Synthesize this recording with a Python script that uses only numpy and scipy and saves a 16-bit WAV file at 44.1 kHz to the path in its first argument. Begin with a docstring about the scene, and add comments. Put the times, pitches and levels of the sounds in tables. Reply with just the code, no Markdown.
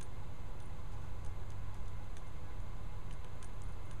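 """Sharp, hollow ticks come first: a rat's teeth and claws on a slotted plastic ball on a carpet.
A moment later the pellet inside touches a small bell and damps its ring.
Under it all lie a quiet room's low rumble and faint hiss, a distant fan's whirr and a motor hum.
Now and then paws scrape softly on the ball, and a hand-held camera rumbles twice as it moves."""
import sys
import numpy as np
from scipy import signal
from scipy.fft import rfft, irfft
from scipy.io import wavfile

SR = 44100
rng = np.random.default_rng(int(sys.argv[2]) if len(sys.argv) > 2 else 0)


def waveform_to_disk(signal):
    """Save audio, clipped to [-1, 1], as 16-bit WAV at the path in sys.argv[1]."""
    frames = np.transpose(np.atleast_2d(signal))
    scaled = np.clip(frames, -1, 1) * 32767
    samples = np.round(scaled).astype(np.int16)
    wavfile.write(sys.argv[1], SR, samples)


N = 176400  # 4 seconds


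def amp(db):
    return 10 ** (np.asarray(db) / 20)


def unit(x):
    """Scales a sound to an average power of 1."""
    return x / np.sqrt(np.mean(x ** 2) + 1e-20)


def level_at(points, hz):
    """Reads between the rows of a frequency table, on a log-frequency axis."""
    f, db = np.transpose(points)
    return np.interp(np.log(hz + 1), np.log(f + 1), db)


def add(mix, start_s, sound):
    part = mix[max(round(start_s * SR), 0):][:len(sound)]
    part += sound[:len(part)]


def tone_filter(gain):
    """A filter with these gains that never rings before the hit (minimum phase)."""
    log_gain = np.log(np.maximum(np.r_[gain, gain[-2:0:-1]], 1e-5))
    return np.fft.ifft(np.exp(np.conj(signal.hilbert(log_gain)))).real


def noise(gain):
    """Steady noise with this gain at each frequency."""
    return irfft(rfft(rng.standard_normal(N)) * gain, N)


def drift(rate_hz):
    """A smooth random wobble of about size 1."""
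    hz = np.fft.rfftfreq(N, 1 / SR)
    return unit(noise(np.exp(-(hz / rate_hz) ** 2)))


def burst(t, decay_s, rise_s=1e-5):
    """A puff of noise that swells and dies, with energy 1."""
    puff = rng.standard_normal(len(t)) * np.exp(-t / decay_s) * (1 - np.exp(-(t / rise_s) ** 2))
    return puff / np.linalg.norm(puff)


BODY_EDGE_HZ = 4700  # the shell's low "body" lies below this
# The notes the plastic shell rings at: f/Hz, relative level/dB, time to fade by 60 dB/s
SHELL_NOTES = [(1640, -18, 0.055), (1950, -29, 0.014), (2330, -29, 0.035), (3000, -15, 0.017),
               (3560, -21, 0.034), (6100, -21, 0.012), (6310, -27, .02), (7900, -17.5, 0.013)]
def shell_ring(t, body_db, ring_db=-11.5, spread_db=2, detune=.011, rise_s=.00065):
    """The shell rings hollow; the rat's grip changes each note's strength and pitch a little."""
    out = np.zeros(len(t))
    for hz, db, fade_s in SHELL_NOTES:
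        level_db = ring_db + db + body_db * (hz < BODY_EDGE_HZ) + spread_db * rng.standard_normal()
        turns = hz * (1 + detune * rng.standard_normal()) * t + rng.random()
        out += amp(level_db) * 1e-3 ** (t / fade_s) * np.sin(2 * np.pi * turns)
    return out * (1 - np.exp(-t / rise_s))


# How the shell colours a tick or scrape: f/Hz, relative level/dB
SHELL_COLOUR = [(300, -30), (900, -20), (1700, 5), (2050, -2.5), (2350, 4), (2650, -0.5), (3300, 2.5),
                (3800, 0.5), (4300, -3.5), (5100, 3), (5900, 5), (6280, 3.5), (6850, -2), (7200, -6),
                (7900, -4.5), (8700, -4.5), (9300, -9), (10100, -7.5), (10900, -22), (13000, -18),
                (15500, -44)]
def tick(body_db, sparkle_db, decay_s=.00065, echo_s=.003, evenness=.28, size=2048):
    """A tooth slips: a tiny crunch and its close echoes pass through the shell and set it ringing."""
    t, hz = np.arange(size) / SR, np.fft.rfftfreq(size, 1 / SR)
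    spectrum = rfft(burst(t, decay_s, rise_s=.00018))
    # evening out chance peaks makes the ticks more alike
    crunch = irfft(spectrum / abs(spectrum) ** evenness) * np.exp(-t / echo_s)
    echoes = .42 * burst(t, echo_s, rise_s=2 * decay_s)
    force = crunch / np.linalg.norm(crunch) + echoes
    body = 1 / (1 + (hz / BODY_EDGE_HZ) ** 8)
    sparkle = 1 - 1 / (1 + (hz / 8300) ** 16)  # the top of the treble
    colour = tone_filter(amp(level_at(SHELL_COLOUR, hz) + body_db * body + sparkle_db * sparkle))
    click = signal.fftconvolve(force, colour)[:size] / np.linalg.norm(force)
    return click + shell_ring(t, body_db)


# Each hit of a tooth or claw: t/s, relative level/dB, body boost/dB, sparkle boost/dB
BITES = [(.0094, -3, -13, 1), (.0123, -3, -3.5, 3), (.0268, 0, -16, -5), (.0622, -22, -8, -5),
         (.4684, -23, 5, 0), (.6012, -13, -6, 0), (0.603, -13.5, 1, -3), (1.2484, -8.5, -7, 2),
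         (1.2620, -10, -11, -3), (1.2645, -15, -4, 0), (1.5038, -6, -14, 2.5), (1.519, -16, -1, -2),
         (1.7443, -10, -6, 6), (1.8583, -13, -4, -8), (1.8804, -9.5, -5.5, -3), (2.043, -17, -3, -6),
         (2.1687, -4, -1.5, 1.5), (2.18, -7, -13, -7), (2.2708, -16, -3, -2), (2.4875, -23, -6, 0),
         (2.6027, -15.5, -15, 0), (3.1099, -16, 7.5, 2), (3.1128, -16, 0, 2), (3.127, -9.5, -9, -6),
         (3.1372, -14, -6, 2), (3.2453, -11.5, 2, 7), (3.4273, 2, -6, -1), (3.4443, -3, -12, -4),
         (3.5355, -28, -8, 2), (3.6188, -2.5, -19, -8), (3.6335, -25, -8, 0), (3.9111, -8, 0, -8)]
def gnawing(gain_db=-20):
    """Teeth and claws tick on the plastic, singly or in quick clusters."""
    out = np.zeros(N)
    for start_s, db, body_db, sparkle_db in BITES:
        add(out, start_s, amp(gain_db + db) * tick(body_db, sparkle_db))
    return out


# The bell's two pairs of close notes: f/Hz, relative level/dB, time to fade by 60 dB undamped/s
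BELL_LOW = [(9180, 0, .08), (9232, -6, .06)]
BELL_HIGH = [(9335, -7, .06), (9380, 1, .072)]
# Each touch of the pellet: t/s, relative level/dB, boost of the high pair/dB
JINGLES = [(.0115, -26, -3), (0.0286, 1.5, -16), (.605, -15, 7), (.6222, -7, -14), (.6560, -9, 2),
           (1.2490, -12, 0), (1.2640, -10, 2), (1.8815, -14, 6), (1.889, -21, 3), (2.1700, -12, 2),
           (2.1840, -16, 4), (2.2765, -12, 3), (2.612, -18, 3), (3.1280, -6.5, 1), (3.3530, -21, -2),
           (3.4280, -5, 0), (3.4453, 1, -10), (3.6200, -19, -2), (3.6345, -7, 8), (3.685, -13, -10),
           (3.7215, -13, -11), (3.8550, -13, 1), (3.912, -5, 4), (3.9300, -16, -3)]
def bell(gain_db=-51.5, rise_s=.002, damp_db=-5, damp_s=.011, size=8192):
    """The pellet rings the bell briefly; where it lands decides which pair of notes leads."""
    out, t = np.zeros(N), np.arange(size) / SR
    attack = np.minimum(t / rise_s, 1)
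    damping = amp(damp_db * (1 - np.exp(-(t / damp_s) ** 2)))  # the pellet settles on the bell
    for start_s, db, high_db in JINGLES:
        ring = np.zeros(size)
        for notes, share in ((BELL_LOW, 1), (BELL_HIGH, amp(high_db))):
            phase = 2 * np.pi * rng.random()
            for hz, note_db, fade_s in notes:
                tone = np.sin(2 * np.pi * hz * t + phase + rng.uniform(-.5, .5))
                ring += share * amp(note_db) * 1e-3 ** (t / fade_s) * tone
        add(out, start_s, amp(gain_db + db) * attack * damping * ring / np.hypot(1, amp(high_db)))
    return out


def room_echo(sound, echo_db=-14, fade_s=.12):
    """The carpeted room adds only a short, weak echo."""
    t = np.arange(SR // 2) / SR
    tail = burst(t, fade_s / np.log(1000))  # falls 60 dB in fade_s
    return sound + amp(echo_db) * signal.fftconvolve(sound, tail)[:N]


# Room rumble, fan air and hiss: f/Hz, level in a 1 Hz band/dB
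ROOM_AIR = [(1, -88.5), (9, -68), (18, -58.5), (30, -64.5), (42, -72.5), (58, -67.5), (80, -71), (100, -73),
            (114, -77.5), (145, -73), (180, -81), (230, -86), (400, -88), (560, -90), (720, -92),
            (840, -86.5), (930, -91.5), (1120, -93.5), (1400, -96), (1800, -101), (2500, -103),
            (3000, -104), (3750, -104), (4300, -108), (6400, -107), (7300, -110), (9000, -115),
            (12500, -117), (13300, -123), (15300, -125)]
def room_air():
    """The room's steady noise: strongest in the deep bass, faint in the treble."""
    hz = np.fft.rfftfreq(N, 1 / SR)
    return noise(amp(level_at(ROOM_AIR, hz)) * np.sqrt(SR / 2))


# The narrow bands where the fan rings: f/Hz, width/Hz, relative level/dB
FAN_BANDS = [(376, 12, -77), (501, 7, -74), (597, 10, -78), (838, 18, -77.5), (996, 16, -73),
             (1030, 11, -72), (1071, 8, -79), (1134, 13, -76), (1210, 16, -82), (1379, 7, -81),
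             (1492, 9, -80), (1659, 10, -81), (1949, 14, -83), (2040, 8, -86), (2104, 14, -77.5),
             (2222, 20, -84), (2551, 12, -86), (2645, 25, -84), (6282, 4, -96), (7865, 4, -95)]
def fan(gain_db=2.1, rise_db_per_s=.06):
    """Noise rings in the distant fan and grows very slightly louder."""
    hz, t = np.fft.rfftfreq(N, 1 / SR), np.arange(N) / SR
    power = sum(amp(db) ** 2 * 2 / (np.pi * width) / (1 + ((hz - centre) / width) ** 2) ** 2
                for centre, width, db in FAN_BANDS)
    return amp(gain_db + rise_db_per_s * (t - t.mean())) * noise(np.sqrt(power * SR / 2))


# The low tones of household motors: f/Hz, level/dB
MOTOR_TONES = [(32.6, -53), (89.8, -61), (97.9, -53), (120, -68)]
def motor_hum(pitch_waver=.004, level_waver=.24):
    """Motors hum in low tones that waver a little and throb against each other."""
    out = np.zeros(N)
    for hz, db in MOTOR_TONES:
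        turns = np.cumsum(hz * (1 + pitch_waver * drift(rate_hz=3.5))) / SR + rng.random()
        strength = 1 + level_waver * drift(rate_hz=1)
        out += amp(db) * unit(strength * np.sin(2 * np.pi * turns))
    return out


def fan_whirr(pitch_hz=4087, wander_hz=35, pulses_per_s=30, sharpness=2.5, level_db=-81.3):
    """The fan gives a thin, unsteady tone in quick, even pulses."""
    t = np.arange(N) / SR
    turns = np.cumsum(pitch_hz + wander_hz * drift(rate_hz=60)) / SR
    pulses = np.exp(sharpness * np.cos(2 * np.pi * pulses_per_s * t))
    return amp(level_db) * unit(np.sin(2 * np.pi * turns) * pulses)


# Each soft scrape of a paw on the ball: t/s, length/s, level at its middle/dB
SCRAPES = [(0.76, .05, -73), (0.912, 0.046, -65), (0.948, 0.17, -71.5), (1.137, 0.23, -78),
           (1.731, 0.061, -72), (3.456, .04, -78), (3.912, 0.034, -68)]
def paw_scrapes(grains_per_s=2500, spread_db=2.5, body_db=-3):
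    """Claws drag over the shell, making a short run of tiny clicks, or grains."""
    out, hz = np.zeros(N), np.fft.rfftfreq(512, 1 / SR)
    colour = tone_filter(amp(level_at(SHELL_COLOUR, hz) + body_db * (hz < BODY_EDGE_HZ)))
    for start_s, length_s, db in SCRAPES:
        grains = rng.standard_normal(SR) * amp(spread_db * rng.standard_normal(SR))
        grains *= rng.random(SR) < grains_per_s / SR  # keep a random few
        scrape = unit(signal.fftconvolve(grains, colour))
        swell = np.sqrt(np.hanning(round(length_s * SR)))
        add(out, start_s, amp(db) * swell * scrape[:len(swell)])
    return out


# The colour of the moving camera's rumble: f/Hz, relative level/dB
HANDLING_COLOUR = [(1, -19), (10, 10), (25, 3), (45, -13), (63, 10), (85, -9), (200, -46), (350, -24.5),
                   (600, -27), (2000, -87)]
# Each move of the hand: middle t/s, spread to either side/s, relative level/dB
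HAND_MOVES = [(1.28, 0.19, -46), (1.78, 0.09, -45)]
def handling(sway_hz=7, waver=.3, flutter=.6, sway_db=5):
    """A hand-held camera sways; its soft rumble swells with each move and flutters with each swing."""
    hz, t = np.fft.rfftfreq(N, 1 / SR), np.arange(N) / SR
    rumble = noise(amp(level_at(HANDLING_COLOUR, hz)))
    turns = np.cumsum(sway_hz * (1 + waver * drift(sway_hz))) / SR
    sway = np.sin(2 * np.pi * turns)
    swell = sum(amp(db) * np.exp(-((t - middle) / spread) ** 2) for middle, spread, db in HAND_MOVES)
    return swell * (unit(rumble * (1 + flutter * sway)) + amp(sway_db) * unit(sway))


def scene():
    """The ball and its echo join the background sounds in one channel."""
    ball = room_echo(gnawing() + paw_scrapes() + bell())
    return (ball + room_air() + fan() + motor_hum() + fan_whirr() + handling())[None]


def record(dry, notch_hz=5470, half_width_hz=680, notch_gain=.055, top_hz=15300, offset=.0167):
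    """The microphone cuts a deep notch in the treble, loses the very top and adds a steady offset."""
    distance = (np.fft.rfftfreq(1024, 1 / SR) - notch_hz) / half_width_hz
    notch = tone_filter(np.sqrt((distance ** 2 + notch_gain ** 2) / (distance ** 2 + 1)))
    notched = signal.oaconvolve(dry, notch[None])[:, :N]
    low_pass = signal.firwin(511, top_hz, window=("kaiser", 9), fs=SR)
    return offset + signal.oaconvolve(notched, low_pass[None], "same")


dry = scene()
out = record(dry)
waveform_to_disk(out)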